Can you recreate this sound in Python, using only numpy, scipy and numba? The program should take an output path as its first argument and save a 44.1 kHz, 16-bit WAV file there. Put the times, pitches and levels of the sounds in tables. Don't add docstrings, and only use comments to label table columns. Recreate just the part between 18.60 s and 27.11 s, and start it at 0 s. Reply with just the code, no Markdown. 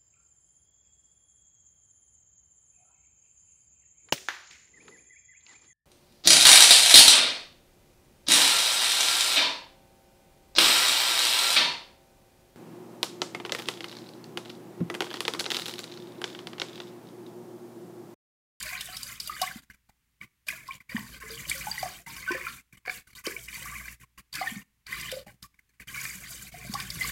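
import sys
import numpy as np
from scipy import signal
from scipy.fft import rfft, irfft, next_fast_len
from scipy.io import wavfile
from scipy.ndimage import uniform_filter1d, map_coordinates
from numba import njit

SR = 44100
rng = np.random.default_rng(int(sys.argv[2]) if len(sys.argv) > 2 else 0)


def inscribe(sig):
    pcm = np.round(np.clip(np.atleast_2d(sig).T, -1, 1) * 32767)
    wavfile.write(sys.argv[1], SR, pcm.astype(np.int16))


N = 375291
T = np.arange(N) / SR


def running_water(jet_db=0.53, spatter_db=0, bubble_db=-0.5, drum_db=-1.0, small_plop_db=-11, glug_db=-9,
                  stray_db=-17, dribble_spatter_db=-3, dribble_drum_db=-4, wobble_db=1.07):
    hiss, slap, froth, drum = sprayer_runs() * undb(wobble_db * walk(22))
    dribble, dribble_hiss = dribbles()
    jet_level = undb(jet_db) * (hiss + dribble_hiss)
    spatter_level = undb(spatter_db) * slap + undb(dribble_spatter_db) * dribble_hiss
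    gurgle_level = undb(bubble_db) * (froth + dribble)
    drum_level = undb(drum_db) * (drum + undb(dribble_drum_db) * dribble)
    water = undb(stray_db) * hiss * stray_drops()
    water += jet_level * jets()
    water += spatter_level * spatter()
    water += gurgle_level * gurgle()
    water += undb(small_plop_db) * froth * small_plops()
    water += undb(glug_db) * drum * glugs()
    return water + drum_level * drumming()


# (spatter above the jets [dB], drumming above the jets [dB],
#  course [(time [s], jet hiss level [dB], run-off gurgle level [dB])])
SPRAYER_RUNS = [(1, -10, [(0, -44, -43.5), (0.2, -49, -40.5), (0.24, -51.5, -52.5), (0.31, -50, -50.5),
                (0.34, -49.5, -46), (0.44, -46.5, -53.5), (0.53, -45.5, -46), (0.58, -54.5, -54)]),
                (1, -9, [(0.6, -52, -53), (0.65, -47.5, -53), (0.755, -52.5, -49.5), (0.835, -44, -37.5),
                (0.92, -51.5, -50), (0.99, -54.5, -58)]), (-0.5, -3, [(1.87, -52, -59), (1.89, -49, -39.5),
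                (2.06, -64, -56.5), (2.16, -56.5, -54.5), (2.18, -70, -69)]),
                (-0.5, 0.5, [(2.295, -55.5, -42.5), (2.37, -53, -46), (2.505, -53, -51.4),
                (2.58, -54.5, -51)]), (-3, -5.5, [(2.605, -53, -47.5), (2.755, -48, -45.5),
                (2.855, -53.5, -47.5), (2.89, -40, -46.5), (2.92, -41, -40), (2.995, -45, -46),
                (3.24, -45, -44.5), (3.39, -56, -56.5), (3.445, -62, -66)]),
                (-3, -5, [(3.465, -49.5, -46.5), (3.585, -50.5, -45.5), (3.65, -54.5, -53.5),
                (3.69, -51, -35.5), (3.89, -50.5, -42), (3.945, -50.5, -55.5), (4.02, -66.1, -60.5)]),
                (0.5, -10.5, [(4.255, -62, -45.5), (4.32, -49.5, -48), (4.38, -47.5, -49.5),
                (4.4, -56.5, -60)]), (-12, -12.5, [(4.64, -51, -49), (4.66, -45, -36.5),
                (4.8, -50.5, -58.5), (4.865, -49, -63)]), (-6, -6.5, [(4.885, -51, -46.5),
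                (4.96, -45, -45.5), (5.13, -48.5, -44.5), (5.3, -53, -47.5), (5.345, -59.5, -59.5)]),
                (-3, -5.5, [(5.73, -48, -58.6), (5.75, -46.5, -38.5), (5.9, -46.5, -46), (5.96, -51, -51.5),
                (6.02, -62, -53.5)]), (3.5, -1.5, [(6.265, -57.5, -49.5), (6.325, -50, -39),
                (6.48, -48, -43.5), (6.6, -54, -62.5), (6.62, -68, -61)]), (-7, 12, [(6.665, -62.5, -53),
                (6.76, -69, -65)]), (-5, -7, [(7.275, -51.5, -45.5), (7.4, -41.5, -42.5), (7.52, -45, -48),
                (7.685, -52, -51.7), (7.725, -46.5, -55.5), (7.89, -51, -53)]),
                (-1.5, -3, [(7.92, -54, -56.5), (8.025, -54, -47.5), (8.155, -43.5, -53), (8.195, -46, -34),
                (8.29, -51, -50.5), (8.415, -40, -44), (8.5, -36.5, -37.5)])]


def sprayer_runs(drum_follow=0.62):
    total = np.zeros((4, N))
    for spatter_db, drum_db, course in SPRAYER_RUNS:
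        s, jet_db, gurgle_db = np.transpose(course)
        jet = np.interp(T, s, jet_db)
        gurgle_course = np.interp(T, s, gurgle_db)
        drum = drum_follow * jet + (1 - drum_follow) * np.mean(jet_db)
        strengths = undb([jet, jet + spatter_db, gurgle_course, drum + drum_db])
        total += valve(s[0], s[-1]) * strengths
    return total


def valve(start, stop, open_s=0.0036, close_s=0.0057):
    opening = np.exp(np.minimum(T - start, 0) / open_s)
    closing = np.exp(-np.maximum(T - stop, 0) / close_s)
    return opening * closing


# (frequency [Hz], relative gain [dB])
JET_SPECTRUM = [(1000, -31), (3000, -14), (4800, -8.5), (5700, 2), (7500, 4.5), (9500, 1), (11200, 2),
                (14000, 0), (16000, -2.5)]


def jets(per_s=8000, spread_db=4.5, flutter_db=2.5, fizz_db=-4):
    fizz = swarm(count=20000, low_hz=3507, high_hz=14930, cycles=28, spread_db=13.5, rise=0.033)
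    droplets = unit(drops(per_s, spread_db)) + undb(fizz_db) * fizz
    hiss = colour(droplets, JET_SPECTRUM) * undb(flutter_db * walk(70))
    return shifting(hiss, patchy_db=0.0, rate=90)


# (frequency [Hz], relative gain [dB])
SPATTER_SPECTRUM = [(250, -17), (520, -12.5), (740, -11), (1000, -15.5), (1200, -0.5), (2200, -1),
                    (3300, 6), (4000, 3), (4800, 9.5), (5600, -11.5), (9000, -12.5)]


def spatter(per_s=2400, spread_db=1.5, flutter_db=2.5, ring_db=-1):
    rings = swarm(count=9000, low_hz=703.6, high_hz=5722, cycles=39, spread_db=6.0, rise=0.028)
    impacts = unit(drops(per_s, spread_db)) + undb(ring_db) * rings
    slaps = colour(impacts, SPATTER_SPECTRUM) * undb(flutter_db * walk(55))
    return shifting(slaps, patchy_db=5.0, rate=45)


# (frequency [Hz], relative gain [dB])
BUBBLE_SPECTRUM = [(300, -13.5), (560, -27.5), (760, -37), (1050, -2), (1300, -10), (1600, -0.5),
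                   (2050, 5.5), (2500, 0.5), (3100, -14.5), (3900, -19.5), (4700, -6.5), (5700, -10)]


def gurgle(froth_db=-4, flutter_db=3.0):
    rings = swarm(count=14000, low_hz=456.0, high_hz=3627, cycles=20, spread_db=6.5, rise=0.032)
    froth = unit(drops(2600, 7.2))
    wash = colour(rings + undb(froth_db) * froth, BUBBLE_SPECTRUM)
    return unit(wash * undb(flutter_db * walk(70)))


# (frequency [Hz], relative gain [dB])
BASIN_SPECTRUM = [(25, -23.5), (55, 7), (95, -6), (130, 5.5), (190, 2), (245, -8), (320, -6), (460, -12),
                  (620, -25.5), (1600, -25)]


def drumming(per_s=260, spread_db=4):
    return unit(colour(drops(per_s, spread_db), BASIN_SPECTRUM))


def glugs():
    return swarm(count=420, low_hz=146, high_hz=751.4, cycles=22, spread_db=6.0, rise=0.032)


def small_plops():
    return swarm(count=150, low_hz=1392, high_hz=3200, cycles=44, spread_db=1.0, rise=0.07)


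# (time [s], nominal length [s], bubble level [dB], hiss level [dB])
DRIBBLE_EVENTS = [(1.019, 0.037, -58, -61.5), (1.097, 0.02, -51.5, -62), (1.132, 0.026, -55, -62.5),
                  (1.288, 0.0066, -53.5, -59), (1.604, 0.068, -50, -65.5), (2.199, 0.01, -50.5, -68),
                  (4.124, 0.041, -53, -60), (4.168, 0.025, -56, -61), (4.468, 0.11, -60.5, -60.5),
                  (4.55, 0.083, -53, -53), (5.395, 0.073, -55, -60.5), (5.575, 0.033, -49, -55.5),
                  (6.822, 0.045, -54, -53), (6.94, 0.0098, -58, -74), (6.986, 0.0091, -55.5, -63.5),
                  (7.09, 0.022, -57.5, -65), (7.135, 0.022, -63, -66.5), (7.196, 0.045, -49, -58.5)]


def dribbles(hold=0.58, edge_s=0.0094):
    froth, hiss = np.zeros(N), np.zeros(N)
    t = np.arange(SR // 5) / SR
    attack = np.minimum(t / .002, 1)
    for at, length, bubble_db, hiss_db in DRIBBLE_EVENTS:
        shape = attack * np.exp(-np.maximum(t - hold * length, 0) / edge_s)
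        add(froth, at, undb(bubble_db) * shape)
        add(hiss, at, undb(hiss_db) * shape)
    return froth, hiss


# (time [s], starting pitch [Hz], relative level [dB], relative 60 dB decay [s])
AIR_POCKETS = [(0.151, 2350, -21.5, 0.022), (0.122, 720, -42, 0.16), (0.285, 724, -44, 0.16),
               (0.335, 733, -44, 0.077), (0.695, 1227, -24.5, 0.084), (0.765, 1710, -19.5, 0.028),
               (0.814, 741, -23, 0.14), (0.827, 1088, -18.5, 0.085), (0.911, 1560, -21, .03),
               (0.957, 221, -25.5, 0.043), (1.099, 1630, -32.5, 0.027), (1.293, 818, -41, 0.041),
               (1.612, 2193, -29, 0.029), (1.885, 2420, -14.5, 0.031), (1.902, 2100, -21.5, 0.035),
               (2.085, 1050, -27.5, 0.098), (2.108, 2240, -17, 0.02), (2.346, 222, -16, 0.05),
               (2.39, 208, -34, 0.14), (2.365, 1830, -13, 0.019), (2.635, 430, -40.5, 0.22),
               (2.7, 449, -40, 0.33), (2.914, 2180, -15, 0.028), (3.069, 841, -25.5, 0.2),
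               (3.095, 892, -27.5, 0.069), (3.113, 4660, -17.5, 0.04), (3.179, 1950, -20.5, 0.053),
               (3.229, 734, -13.5, 0.034), (3.254, 706, -27.5, .12), (3.47, 909, -36, 0.19),
               (3.677, 1508, -23, 0.14), (3.705, 1013, -24.5, .1), (3.706, 350, -18, 0.11),
               (3.746, 506, -21, 0.067), (3.75, 1740, -19, 0.047), (3.867, 1360, -16.5, 0.037),
               (4.274, 722, -35, 0.14), (4.275, 480, -25.5, 0.038), (4.668, 484, -23.5, 0.046),
               (4.671, 370, -18, 0.046), (4.671, 1120, -24.5, .02), (4.681, 2250, -19, 0.019),
               (4.764, 2230, -15, 0.022), (4.928, 2190, -18, 0.022), (4.972, 928, -38.5, 0.11),
               (5.056, 1145, -27.5, 0.068), (5.12, 1165, -35, 0.11), (5.282, 2050, -20.5, .015),
               (5.811, 1185, -27.5, 0.086), (5.812, 740, -16, 0.043), (5.837, 804, -27, 0.042),
               (5.825, 2017, -21, 0.047), (5.87, 1808, -11.5, 0.052), (5.915, 220, -35, 0.16),
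               (5.961, 200, -32.5, 0.15), (6.325, 2003, -27.5, 0.13), (6.523, 514, -27.5, 0.23),
               (6.566, 555, -31.5, 0.15), (6.665, 798, -36.5, 0.09), (6.839, 1142, -44, 0.12),
               (7.373, 2220, -28, 0.14), (7.453, 2420, -30.5, 0.083), (7.94, 717, -46.5, 0.34),
               (8.095, 198, -14.5, .035), (8.141, 808, -27.5, 0.077), (8.151, 1113, -22.5, .06),
               (8.354, 157, -35.5, 0.25), (8.409, 2010, -19, 0.1), (8.445, 1113, -22, 0.027)]


def plops(plop_db=-1, ring=0.81, pitch_rise=0.09, rough=0.41, swell_s=0.0013, shed_db=-17,
          shed_spread_db=12, shed_s=0.037, parent_floor_hz=750, count=6):
    s, hz, db, decay = np.array(AIR_POCKETS, float).T.copy()
    rise = np.full(len(s), pitch_rise)
    pockets = bubbles(s, hz, ring * decay, undb(db + plop_db), rise, .5 + swell_s * hz)
    delay, smaller, weaker = rng.random((len(s) * count, 3)).T
    parent_hz = np.repeat(np.maximum(hz, parent_floor_hz), count)
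    shed_hz = parent_hz * (1.2 + 1.8 * smaller ** 2)
    shed_size = undb(np.repeat(db, count) + shed_db - shed_spread_db * weaker)
    shed_start = np.repeat(s, count) + shed_s * delay
    shed = bubbles(shed_start, shed_hz, 26 / shed_hz, shed_size, 0.043 * weaker, 1 + weaker)
    return shaken(pockets + shed) * (1 + rough * walk(200))


def shaken(x, wobble_s=0.00007, rate=160):
    moved_s = T + wobble_s * walk(rate)
    return map_coordinates(x, [moved_s * SR], order=3, mode="nearest")


# (frequency [Hz], relative gain [dB])
SPLAT_SPECTRUM = [(300, -37.5), (1000, -5), (2200, -19.5), (3300, 9), (4000, -2), (4800, 17.5), (5800, -2),
                  (8000, 4.5), (12000, 3.5), (16000, -11.5)]


def stray_drops(per_s=30, spread_db=3.5):
    return unit(colour(drops(per_s, spread_db), SPLAT_SPECTRUM))


# (time [s], relative level [dB], centre of the ring [Hz])
SPLAT_EVENTS = [(0.026, -17.5, 8100), (0.208, -14.5, 3550), (0.3668, -17.5, 4750), (0.43, -19.5, 8000),
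                (0.6, -16, 4750), (0.673, -19, 10800), (0.815, -8.5, 4470), (1.884, -13.5, 3020),
                (2.078, -29.5, 4500), (2.896, -13.5, 8460), (3.226, -23, 4960), (3.564, -22, 2700),
                (3.716, -23.5, 5200), (4.665, -17.5, 5200), (4.884, -30, 3100), (5.726, -29, 4310),
                (5.738, -23, 4296), (5.752, -15.5, 4400), (6.266, -31.5, 4700), (6.411, -24, 8250),
                (6.515, -14.5, 3040), (6.826, -30, 4320), (8.137, -17, 5140), (8.2, -16, 3470),
                (8.302, -19, 4600)]


def splats(splat_db=-7, ring_db=1, sharpness=4, t60_s=0.033):
    out = np.zeros(N)
    t = np.arange(SR // 6) / SR
    shape = np.minimum(t / 0.0022, 1) * np.exp(-np.log(1000) * t / t60_s)
    for s, db, hz in SPLAT_EVENTS:
        noise = rng.standard_normal(len(t))
        ring = signal.lfilter(*signal.iirpeak(hz, sharpness, SR), noise)
        burst = unit(colour(noise, SPLAT_SPECTRUM)) + undb(ring_db) * unit(ring)
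        add(out, s, undb(db + splat_db) * shape * burst / 2)
    return out


# (time [s], relative level [dB])
CLACK_EVENTS = [(0.066, -26.5), (3.230, -30), (4.252, -36), (4.261, -27), (4.274, -30), (4.279, -20),
                (4.296, -16.5), (4.301, -25), (5.28, -29.5), (7.378, -61), (7.453, -22)]
# (frequency [Hz], relative level [dB], 60 dB decay [s])
PLASTIC_MODES = [(720, -27.5, 0.023), (1120, -27, 0.0061), (1720, -3.5, 0.03), (2154, -3, 0.027),
                 (2700, -48, 0.00697), (3210, -10.5, 0.003), (4630, -8, 0.0062)]


def clacks(clack_db=-3, scatter_db=2, detune=0.045):
    hz, mode_db, t60 = np.array(PLASTIC_MODES, float).T.copy()
    ones = np.ones(len(hz))
    out = np.zeros(N)
    for s, db in CLACK_EVENTS:
        chance = rng.standard_normal(len(hz))
        size = undb(db + clack_db + mode_db + scatter_db * chance)
        out += bubbles(s * ones, hz * (1 + detune * chance), t60, size, 0 * ones, .5 * ones)
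    return out


def kitchen(x, t60_s=0.31, wet_db=-10, basin_t60_s=0.015, basin_db=-9):
    t = np.arange(SR // 2) / SR
    near, far = rng.standard_normal((2, len(t)))
    near = near * (t > .001) * np.exp(-np.log(1000) * t / basin_t60_s)
    far = far * (t > .007) * np.exp(-np.log(1000) * t / t60_s)
    near = colour(near / np.linalg.norm(near), [(2000, 3.0), (7000, -13)])
    far = colour(far / np.linalg.norm(far), [(200, 2.5), (2000, 0), (9000, -1)])
    echoes = undb(basin_db) * near + undb(wet_db) * far
    return x + signal.oaconvolve(x, echoes)[:N]


# (frequency [Hz], relative gain [dB])
ROOM_SPECTRUM = [(25, 1.5), (60, 3), (130, 1), (250, -6), (600, -21), (1100, -12.5), (1400, -13.5),
                 (2000, -9), (3500, -14.5), (4800, -17), (7000, -16.5), (16000, -17)]
# (frequency [Hz], rms level before the swell [dB])
HUM_TONES = [(59.4, -63.5), (119.6, -72)]
# (time [s], gain [dB])
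HUM_COURSE = [(0, 2.5), (2.2, -8), (2.5, 4), (3.0, 8), (3.4, 0.5), (4.6, -4.5), (5.15, 14), (5.6, -0.5),
              (6.05, -7.5), (6.4, 10), (7.0, -3.5), (8.35, 10.5)]


def background(room_db=-63.5):
    hum = sum(undb(db) * np.sqrt(2) * np.sin(2 * np.pi * hz * T) for hz, db in HUM_TONES)
    swell = undb(np.interp(T, *np.transpose(HUM_COURSE)))
    air = unit(colour(rng.standard_normal(N), ROOM_SPECTRUM))
    return hum * swell + undb(room_db) * air


def swarm(count, low_hz, high_hz, cycles, spread_db, rise):
    when, pitch, ring, climb = rng.random((count, 4)).T
    size = undb(spread_db * np.minimum(rng.standard_normal(count), 1.7))
    hz = low_hz + (high_hz - low_hz) * pitch ** 1.3
    t60 = cycles * (0.21 + 3.9 * ring) / hz
    return unit(bubbles(when * N / SR, hz, t60, size * np.sqrt(hz), 2 * rise * climb, 1 + 3 * ring))


@njit
def bubbles(start, hz, t60, size, rise, swell_cycles):
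    out = np.zeros(N)
    for k in range(len(start)):
        first = max(int(start[k] * SR), 0)
        for i in range(min(int(t60[k] * SR), N - first)):
            t = i / SR
            swell = 1 - np.exp(-(t * hz[k] / swell_cycles[k]) ** 2)
            decay = np.exp(-6.9 * t / t60[k])
            phase = 2 * np.pi * hz[k] * t * (1 + rise[k] * t / (2 * t60[k]))
            out[first + i] += size[k] * swell * decay * np.sin(phase)
    return out


def drops(per_s, spread_db):
    chance = rng.standard_normal((2, N))
    falls = rng.random(N) < per_s / SR
    return falls * np.sign(chance[0]) * undb(spread_db * np.minimum(chance[1], 2.5))


def shifting(x, patchy_db, rate, count=12):
    size = next_fast_len(N)
    spectrum = rfft(x, size)
    place = np.sqrt(np.linspace(0, 1, len(spectrum))) * (count - 1)
    out = np.zeros(N)
    for k in range(count):
        overlap = np.maximum(1 - np.abs(place - k), 0)
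        out += irfft(spectrum * overlap, size)[:N] * undb(patchy_db * walk(rate))
    return unit(out)


def walk(rate):
    steps = rng.standard_normal(4096)
    return np.interp(T * rate, np.arange(len(steps)), steps)


def colour(x, points, size=2048):
    hz, db = np.transpose(points)
    bin_hz = np.arange(size // 2 + 1) * SR / size
    log_gain = np.log(undb(np.interp(np.log(bin_hz + 1), np.log(hz), db)))
    cepstrum = irfft(log_gain)
    cepstrum[1:size // 2] *= 2
    cepstrum[size // 2 + 1:] = 0
    return signal.oaconvolve(x, irfft(np.exp(rfft(cepstrum))))[:len(x)]


def undb(db):
    return 10 ** (np.asarray(db) / 20)


def unit(x):
    return x / np.sqrt(np.mean(x ** 2))


def add(out, s, sound):
    i = max(int(s * SR), 0)
    out[i:i + len(sound)] += sound[:max(N - i, 0)]


def scene():
    sources = running_water() + plops() + splats() + clacks()
    return (kitchen(sources) + background())[None]


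def noise_gate(x, open_db=-54, slope=2.43, depth_db=12.5):
    key = signal.sosfilt(signal.butter(2, 300, "high", fs=SR, output="sos"), x)
    power = signal.lfilter([1 / 180], [1, 1 / 180 - 1], key ** 2)
    level_db = 10 * np.log10(power + 1e-12)
    gain_db = np.clip(slope * (level_db - open_db), -depth_db, 0)
    return x * undb(uniform_filter1d(gain_db, size=130))


def record(dry, top_hz=15900):
    low_pass = signal.ellip(10, .2, 70, top_hz, fs=SR, output="sos")
    return signal.sosfilt(low_pass, noise_gate(dry))


dry = scene()
out = record(dry)
inscribe(out)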